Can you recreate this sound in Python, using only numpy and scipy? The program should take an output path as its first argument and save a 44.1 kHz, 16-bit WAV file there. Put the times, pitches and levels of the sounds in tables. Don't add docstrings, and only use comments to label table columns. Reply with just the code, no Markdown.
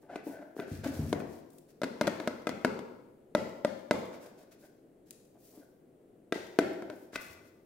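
import sys
import numpy as np
from scipy import signal
from scipy.fft import rfft, irfft, next_fast_len
from scipy.io import wavfile
from scipy.ndimage import uniform_filter1d

SR = 44100
rng = np.random.default_rng(int(sys.argv[2]) if len(sys.argv) > 2 else 0)


def inscribe(sig):
    pcm = np.round(np.clip(np.atleast_2d(sig).T, -1, 1) * 32767)
    wavfile.write(sys.argv[1], SR, pcm.astype(np.int16))


N = 337365
TIME = np.arange(N) / SR
RING_TIME = np.arange(int(.15 * SR)) / SR


def undb(db):
    return 10 ** (np.asarray(db) / 20)


def unit(x):
    return x / np.sqrt(np.mean(x ** 2))


def fade(t, t60):
    return np.exp(-np.log(1000) * t / t60)


def pan(db):
    return undb(np.array([[db], [-db]]) / 2)


def add(out, start, x):
    i = max(int(round(start * SR)), 0)
    out[..., i:i + x.shape[-1]] += x[..., :out.shape[-1] - i]


def colour(x, points):
    n = next_fast_len(x.shape[-1])
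    hz, db = np.transpose(points)
    bin_hz = np.arange(n // 2 + 1) * SR / n
    gain = undb(np.interp(np.log(bin_hz + 1), np.log(hz), db))
    return irfft(rfft(x, n) * gain, n)[..., :x.shape[-1]]


def highpass(x, hz):
    return signal.sosfilt(signal.butter(2, hz, "high", fs=SR, output="sos"), x)


def diffuse(n):
    width = [(hz, side_db) for hz, _, _, side_db in ROOM_BANDS]
    mid, side = rng.standard_normal((2, n))
    pair = mid + colour(side, width) * np.array([[1], [-1]])
    flatten = [(hz, -10 * np.log10(1 + undb(db) ** 2)) for hz, db in width]
    return colour(pair, flatten)


def wander(rate):
    return np.interp(TIME * rate, np.arange(1024), rng.standard_normal(1024))


def ring(hz, t60, gain, t=RING_TIME):
    return gain @ (np.sin(2 * np.pi * hz[:, None] * t) * fade(t, t60[:, None]))


def burst(t60):
    n = len(RING_TIME)
    envelope = fade(RING_TIME, t60)
    spectrum = rfft(diffuse(n) * envelope)
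    puff = irfft(spectrum / (abs(spectrum) + 1e-18), n) * np.linspace(1, 0, n) ** 2
    return puff * np.linalg.norm(envelope)


# frequency in Hz, relative level in dB.
RUSH_EQ = [(25, -14.5), (50, -17.5), (90, -12.5), (140, -5.5), (220, -4.5), (330, 0.5), (480, -3.5),
           (680, -12.5), (950, -24.5), (2000, -31.5), (5500, -43.5), (9000, -36.5), (16000, -43)]


def rush(level_db=-61, wander_db=1):
    return unit(colour(diffuse(N), RUSH_EQ)) * undb(level_db + wander_db * wander(3.3)) * pan(2)


# frequency in Hz, level against the send in dB, t60 in seconds,
# width as side minus mid in dB.
ROOM_BANDS = [(61.3, -0.5, 0.6, -11), (162, -0.5, 0.9, -13), (310, -2.5, 1.05, -13), (650, -4, 0.97, -3),
              (1180, -1.5, 0.86, -0.5), (2440, -3.5, 0.75, -3.5), (5230, -4.5, 0.81, -2),
              (9380, -9, 0.66, -0.5), (16000, -11, 1.9, -1)]
# delay in seconds, level against the send in dB.
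ROOM_ECHOES = [(0.0195, -23.5), (0.1439, -24.5), (.2355, -35)]


def room(send, predelay_s=.017, early_db=-9):
    t = TIME[:int(1.4 * SR)]
    hz, db, t60, _ = np.transpose(ROOM_BANDS)
    noise = rfft(diffuse(len(t)))
    log_hz = np.log(np.linspace(1, SR / 2, noise.shape[1]))
    tail = 0
    for band, band_db, decay in zip(np.eye(len(hz)), db, t60):
        band_noise = irfft(noise * np.interp(log_hz, np.log(hz), band), len(t))
        envelope = fade(t, decay) * np.where(t < predelay_s, undb(early_db), 1)
        tail = tail + band_noise * envelope * undb(band_db) / np.linalg.norm(envelope)
    wet = signal.fftconvolve(send, tail, axes=1)[:, :N]
    for delay, echo_db in ROOM_ECHOES:
        add(wet, delay, send * undb(echo_db))
    return wet


# frequency in Hz, relative level in dB.
HISS_EQ = [(700, -14), (1500, 3.5), (3000, -0.5), (5500, 3.5), (8000, 2.5), (12000, 3.5), (16000, 3)]
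# start in seconds, length in seconds, relative level in dB,
# tilt in dB per octave.
SLIDE_STROKES = [(.0, .09, -78, 1), (0.092, 0.15, -67, -8), (0.23, .15, -59, 1.5), (0.554, 0.093, -60, 1),
                 (0.663, .19, -59, -3.5), (0.831, .08, -50, -5), (0.862, 0.36, -56, -1.5),
                 (1.189, 0.034, -60, 1), (1.26, 0.17, -64, -1), (1.485, 0.16, -69.5, 4),
                 (1.68, 0.047, -67, -0.5), (4.121, .07, -61.5, -6), (4.198, 0.12, -61.5, -2.5),
                 (4.37, 0.09, -66.5, -2.5), (4.508, 0.047, -62, -2.5), (4.583, 0.14, -67, 0.5),
                 (5.051, 0.13, -70, -0.5), (5.372, .31, -65, 2.5), (6.896, 0.22, -69, 2),
                 (7.121, 0.071, -55, -5.5), (7.19, 0.085, -54, -2), (7.254, .12, -59.5, -0.5),
                 (7.433, .08, -69.5, -1)]


def slides(trim_db=1.5, flutter_db=1.7, flutter_rate=90, grit_db=4, pivot_hz=7000, rise_share=0.3):
    out = np.zeros((2, N))
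    grains = diffuse(N) * undb(grit_db * unit(uniform_filter1d(rng.standard_normal(N), size=9)))
    hiss = unit(colour(grains, HISS_EQ)) * undb(flutter_db * wander(flutter_rate))
    for start, length, db, tilt in SLIDE_STROKES:
        stroke = hiss[:, int(start * SR):int((start + length) * SR)]
        progress = np.linspace(0, 1, stroke.shape[1])
        speed = np.sin(np.pi / 2 * np.interp(progress, [0, rise_share, 1], [0, 1, 0]))
        slope = [(hz, tilt * np.log2(hz / pivot_hz)) for hz, _ in HISS_EQ]
        add(out, start, colour(stroke, slope) * speed * undb(db))
    return out * undb(trim_db) * pan(2.5)


# start in seconds, length in seconds, opening pitch in Hz, level in dB.
SQUEAKS = [(0.09, 0.022, 765, -45.5), (0.125, .026, 804, -43), (0.257, .036, 328, -36.5),
           (0.42, 0.016, 773, -46), (0.856, .02, 319, -25.5)]


def squeaks(wobble_depth=0.082, wobble_rate=130, sag_share=0.15, db_per_harmonic=-9):
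    out = np.zeros(N)
    wobble = 1 + wobble_depth * wander(wobble_rate)
    for start, length, hz, db in SQUEAKS:
        i, n = int(start * SR), int(length * SR)
        pitch = hz * wobble[i:i + n] * (1 - sag_share * np.linspace(0, 1, n))
        phase = 2 * np.pi * np.cumsum(pitch) / SR
        tone = sum(undb(db_per_harmonic * k) * np.sin((k + 1) * phase) for k in range(4))
        add(out, start, tone * np.hanning(n) * undb(db))
    return out * pan(3.5)


# frequency in Hz, t60 in seconds, relative level in dB.
PANEL_MODES = [(342, 0.0091, 7.5), (597, 0.031, 3.5), (655, 0.037, -0.5), (828, 0.015, -13),
               (1520, 0.021, 1), (1860, .012, -33), (2870, 0.014, -40)]
# start in seconds, length in seconds, level in dB,
# tilt in dB per octave.
SCRAPES = [(0.008, 0.11, -61, -6.5), (0.085, 0.068, -48, -2), (0.257, 0.059, -47, -9),
           (0.289, 0.13, -52.5, 1), (0.409, 0.027, -47.5, -7), (0.57, 0.078, -47, 2.5),
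           (0.829, 0.05, -42, -1), (0.863, 0.24, -47.5, -20), (4.23, 0.056, -55.5, -3.5),
           (4.352, 0.11, -61.5, -7.5), (4.621, 0.048, -59, -0.5), (5.341, 0.044, -60.5, -20),
           (5.514, 0.1, -61.5, -17), (5.608, 0.032, -63, 1), (6.89, 0.052, -51, 0.5),
           (7.294, 0.19, -63, -22)]


def scrapes(slips_per_s=1500, grit_db=3, low_cut_hz=260):
    out = np.zeros(N)
    hz, t60, mode_db = np.transpose(PANEL_MODES)
    slipping = rng.random(N) < slips_per_s / SR
    slips = slipping * undb(grit_db * rng.standard_normal(N)) * rng.choice([-1, 1], N)
    for start, length, db, tilt in SCRAPES:
        i, n = int(start * SR), int(length * SR)
        pressure = signal.windows.tukey(n, .5)
        panel = ring(hz, t60, undb(mode_db + tilt * np.log2(hz / hz[2])))
        scrape = signal.fftconvolve(slips[i:i + n] * pressure, panel)
        add(out, start, scrape * undb(db) * np.sqrt(n / (np.sum(scrape ** 2) + 1e-18)))
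    return highpass(out, low_cut_hz) * pan(2)


# frequency in Hz, t60 in seconds before the hands
# damp it, relative level in dB.
LOW_MODES = [(66.5, 0.11, -29), (89, 0.14, -4), (114, 0.057, 2.5), (150.7, 0.9, -4), (232, 0.22, -1),
             (276.6, 0.14, -5)]
# start in seconds, level in dB, push length in seconds
LIFT_BUMPS = [(0.715, -32.5, 0.0022), (0.735, -39, 0.0017), (0.763, -44, 0.009), (0.85, -40, 0.0026),
              (0.904, -40, .0013), (0.966, -34, 0.0069), (.992, -26.5, .003), (1.031, -36, 0.0044),
              (7.298, -50, 0.0065)]


def bumps(gripped_t60=.11, free_t60=0.76, lift_off_s=1, free_for_s=0.019, low_cut_hz=70):
    out = np.zeros(N)
    hz, t60, mode_db = np.transpose(LOW_MODES)
    for start, db, length in LIFT_BUMPS:
        push = np.hanning(int(length * SR))
        freedom = np.exp(-((start - lift_off_s) / free_for_s) ** 2)
        longest_t60 = gripped_t60 + freedom * (free_t60 - gripped_t60)
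        modes = ring(hz, np.minimum(t60, longest_t60), undb(db + mode_db), TIME[:SR])
        add(out, start, signal.fftconvolve(modes, push / push.sum()))
    return highpass(highpass(out, low_cut_hz), low_cut_hz) * pan(1.5)


# frequency in Hz, t60 in seconds, relative level in dB.
FOLD_MODES = [(1203, 0.035, -6.5), (1470, 0.02, -2), (2053, 0.045, -1.5), (2344, 0.02, 0.5),
              (2535, 0.031, -3), (3470, 0.011, -5)]
# frequency in Hz, relative level in dB.
CRACKLE_EQ = [(1000, -16.5), (3000, -6), (6000, -0.5), (9000, 4.5), (12000, -3.5), (16000, 1)]
# start in seconds, relative ring level in dB, crackle level in dB,
# crackle time constant in seconds, pan as left minus right in dB.
EDGE_SNAPS = [(0.158, -38, -64, .004, 1.5), (1.5035, -80, -59, .003, 6), (1.584, -76, -51, 0.0033, 3),
              (4.521, -65, -68, 0.012, -1), (5.1077, -60, -38.5, 0.0032, 2), (7.154, -40, -53, 0.0025, 1),
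              (7.1575, -26.5, -45, 0.0023, 4)]


def snaps(grit_db=4):
    out = np.zeros((2, N))
    hz, t60, db = np.transpose(FOLD_MODES)
    fold = ring(hz, t60, undb(db)) / 2
    for start, ring_db, crackle_db, decay_s, pan_db in EDGE_SNAPS:
        slips = diffuse(len(RING_TIME)) * undb(grit_db * rng.standard_normal(len(RING_TIME)))
        crackle = unit(colour(slips, CRACKLE_EQ)) * np.exp(-RING_TIME / decay_s)
        add(out, start, (fold * undb(ring_db) + crackle * undb(crackle_db)) * pan(pan_db))
    return out


# frequency in Hz, relative level in dB.
NAIL_EQ = [(300, -23), (900, -1.5), (2000, -2), (2900, -2.5), (3900, 2), (5500, -2), (8000, -7.5),
           (12000, -11), (16000, -21.5)]


def nail_click(db, tick_db=8, tick_t60=0.005, tail_t60=0.044):
    puff = burst(tick_t60) * undb(tick_db) + burst(tail_t60)
    return colour(puff, NAIL_EQ) * undb(db) * pan(2)


# frequency in Hz, level relative to the struck modes in dB.
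WALL_EQ = [(100, -17), (155, -8.5), (235, 6), (420, 5.5), (650, 6), (830, -3.5), (1350, -5.5), (2100, 1.5),
           (2900, -4), (4200, -8), (8000, -12.5), (16000, -17)]


def box_walls(hz, gain, trim_db=12.5, t60=0.046):
    peaks = list(zip(hz, 20 * np.log10(gain)))
    return colour(colour(burst(t60), peaks), WALL_EQ) * undb(trim_db)


# frequency in Hz, t60 in seconds, then relative level in dB when struck
BOX_MODES = [(139, 0.081, -20, -23, -26.5), (230, 0.11, -7, -0.5, -26.5), (308.8, 0.06, -4, -1, 4.5),
             (385.2, 0.027, -6.5, 3.5, 11), (450, 0.05, -15, -2.5, -1.5), (567.4, 0.036, 5, 3.5, -1.5),
             (638, 0.059, -35.5, -12.5, -3.5), (860, 0.014, -3.5, 2.5, -7.5),
             (1228, 0.044, -21, -11, -33.5), (1323, 0.025, -10, -4, -16), (1490, 0.033, -21, -11, -13),
             (1720, 0.0077, -20, -37.5, -16.5), (1939, 0.04, -20.5, -12.5, -25.5),
             (2323, 0.028, -29.5, -20.5, -25.5), (3340, 0.019, -27, -19, -34)]
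PLACE_TUNING = [1.028, 1.1, 1.025]
# start in seconds, level in dB, place (0 mid-front, 1 edge, 2 side wall,
# fractions blend), hardness in dB per octave, nail accent in dB.
FINGER_TAPS = [(0.1586, -35.5, 2, 5, 0), (0.268, -44.5, 1.7, -6, -18), (0.5662, -50, 2, -9, -12),
               (0.5923, -37, 1.3, -4.5, -11), (0.5996, -34.5, 2, 9, -10), (.679, -53, 2, -3, -8),
               (0.844, -43, 1.8, 9, 3.5), (0.8574, -47, 1.8, 2, -7), (1.1284, -23.5, 1.5, 2, -0.5),
               (1.2025, -40.5, 2, 9.5, -1), (1.221, -44, 2, -6, -14), (1.8172, -28, 0.1, 3.5, -2),
               (1.834, -26, 1.2, 1.5, -1.5), (1.8416, -34, 1.2, 5, 6.5), (2.0118, -17.5, 0.3, 3.5, -2),
               (2.071, -28.5, 2, 9, 7), (2.0766, -17.5, 0, 3.5, -6), (2.2004, -32, 1.2, 3.5, 0),
               (2.275, -24, 0.75, 1.5, 0), (2.47, -25, 1.5, 4.5, 0), (2.4927, -31.5, 1, -1.5, 4),
               (2.6477, -19.5, 1, 1.5, 0), (2.7917, -47.5, 1.4, -8.5, 8), (3.3499, -16, 0.2, 3, -6),
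               (3.6483, -18, 0.05, 3, -7), (3.9102, -17.5, 0.7, 2.5, -2.5), (5.575, -62, 2, -12, -27),
               (6.3235, -23, 1.8, 7, -2), (6.359, -40, 1.8, -5, -11), (6.5882, -15.5, 2, 6.5, -3),
               (6.8224, -37, 1.1, -0.5, -6), (6.9, -37.5, 0.75, 2, -1.5), (7.132, -45, 1.2, 1, -10),
               (7.159, -35, 2, 10.5, 11)]


def taps(click_db=-9, dent_s=0.00064, rise_s=.00005, beam_db=1.5, scatter_db=1.36, detune=0.023,
         low_cut_hz=135, side_extra_hz=60, send_low_cut_hz=85, send_db=-9):
    close, send = np.zeros((2, 2, N))
    hz, t60, *place_db = np.transpose(BOX_MODES)
    octaves = np.log2(hz / 600)
    treble = np.minimum(hz / 1000, 1) ** 2
    fade_out = np.minimum(np.linspace(2, 0, len(RING_TIME)), 1)
    for start, db, place, hardness, nail_db in FINGER_TAPS:
        blend = np.maximum(1 - abs(place - np.arange(3)), 0)
        level_luck, beam_luck, grip_luck = rng.standard_normal((3, len(hz)))
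        gain = (blend @ undb(place_db)) * undb(hardness * octaves + scatter_db * level_luck)
        tuned_hz = hz * (blend @ PLACE_TUNING) * (1 + detune * treble * grip_luck)
        beam = undb(beam_db * beam_luck * treble * np.array([[1], [-1]]))
        body = ring(tuned_hz, t60, gain * beam)
        dent = np.exp(-RING_TIME / dent_s) * (1 - np.exp(-RING_TIME * undb(nail_db) / rise_s))
        body = body - body.sum(axis=1, keepdims=True) * dent / dent.sum()
        hit = body + nail_click(click_db + nail_db)
        radiated = hit * undb(send_db) + box_walls(hz, gain)
        strength = undb(db) * pan(3) * fade_out
        cut_hz = low_cut_hz + side_extra_hz * blend[2]
        add(close, start, highpass(hit * strength, cut_hz))
        add(send, start, highpass(radiated * strength, send_low_cut_hz))
    return close, send


def arrive_from_left(x, lag_s=0.00004):
    n = next_fast_len(N)
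    bin_hz = np.arange(n // 2 + 1) * SR / n
    delay = np.exp(-2j * np.pi * bin_hz * lag_s)
    return np.array([x[0], irfft(rfft(x[1], n) * delay, n)[:N]])


def scene():
    close, send = taps()
    handling = snaps() + bumps() + scrapes() + squeaks() + slides()
    return arrive_from_left(close + handling) + room(send + handling) + rush()


def record(dry, top_hz=15700):
    return signal.sosfilt(signal.ellip(8, .2, 70, top_hz, fs=SR, output="sos"), dry)


dry = scene()
out = record(dry)
inscribe(out)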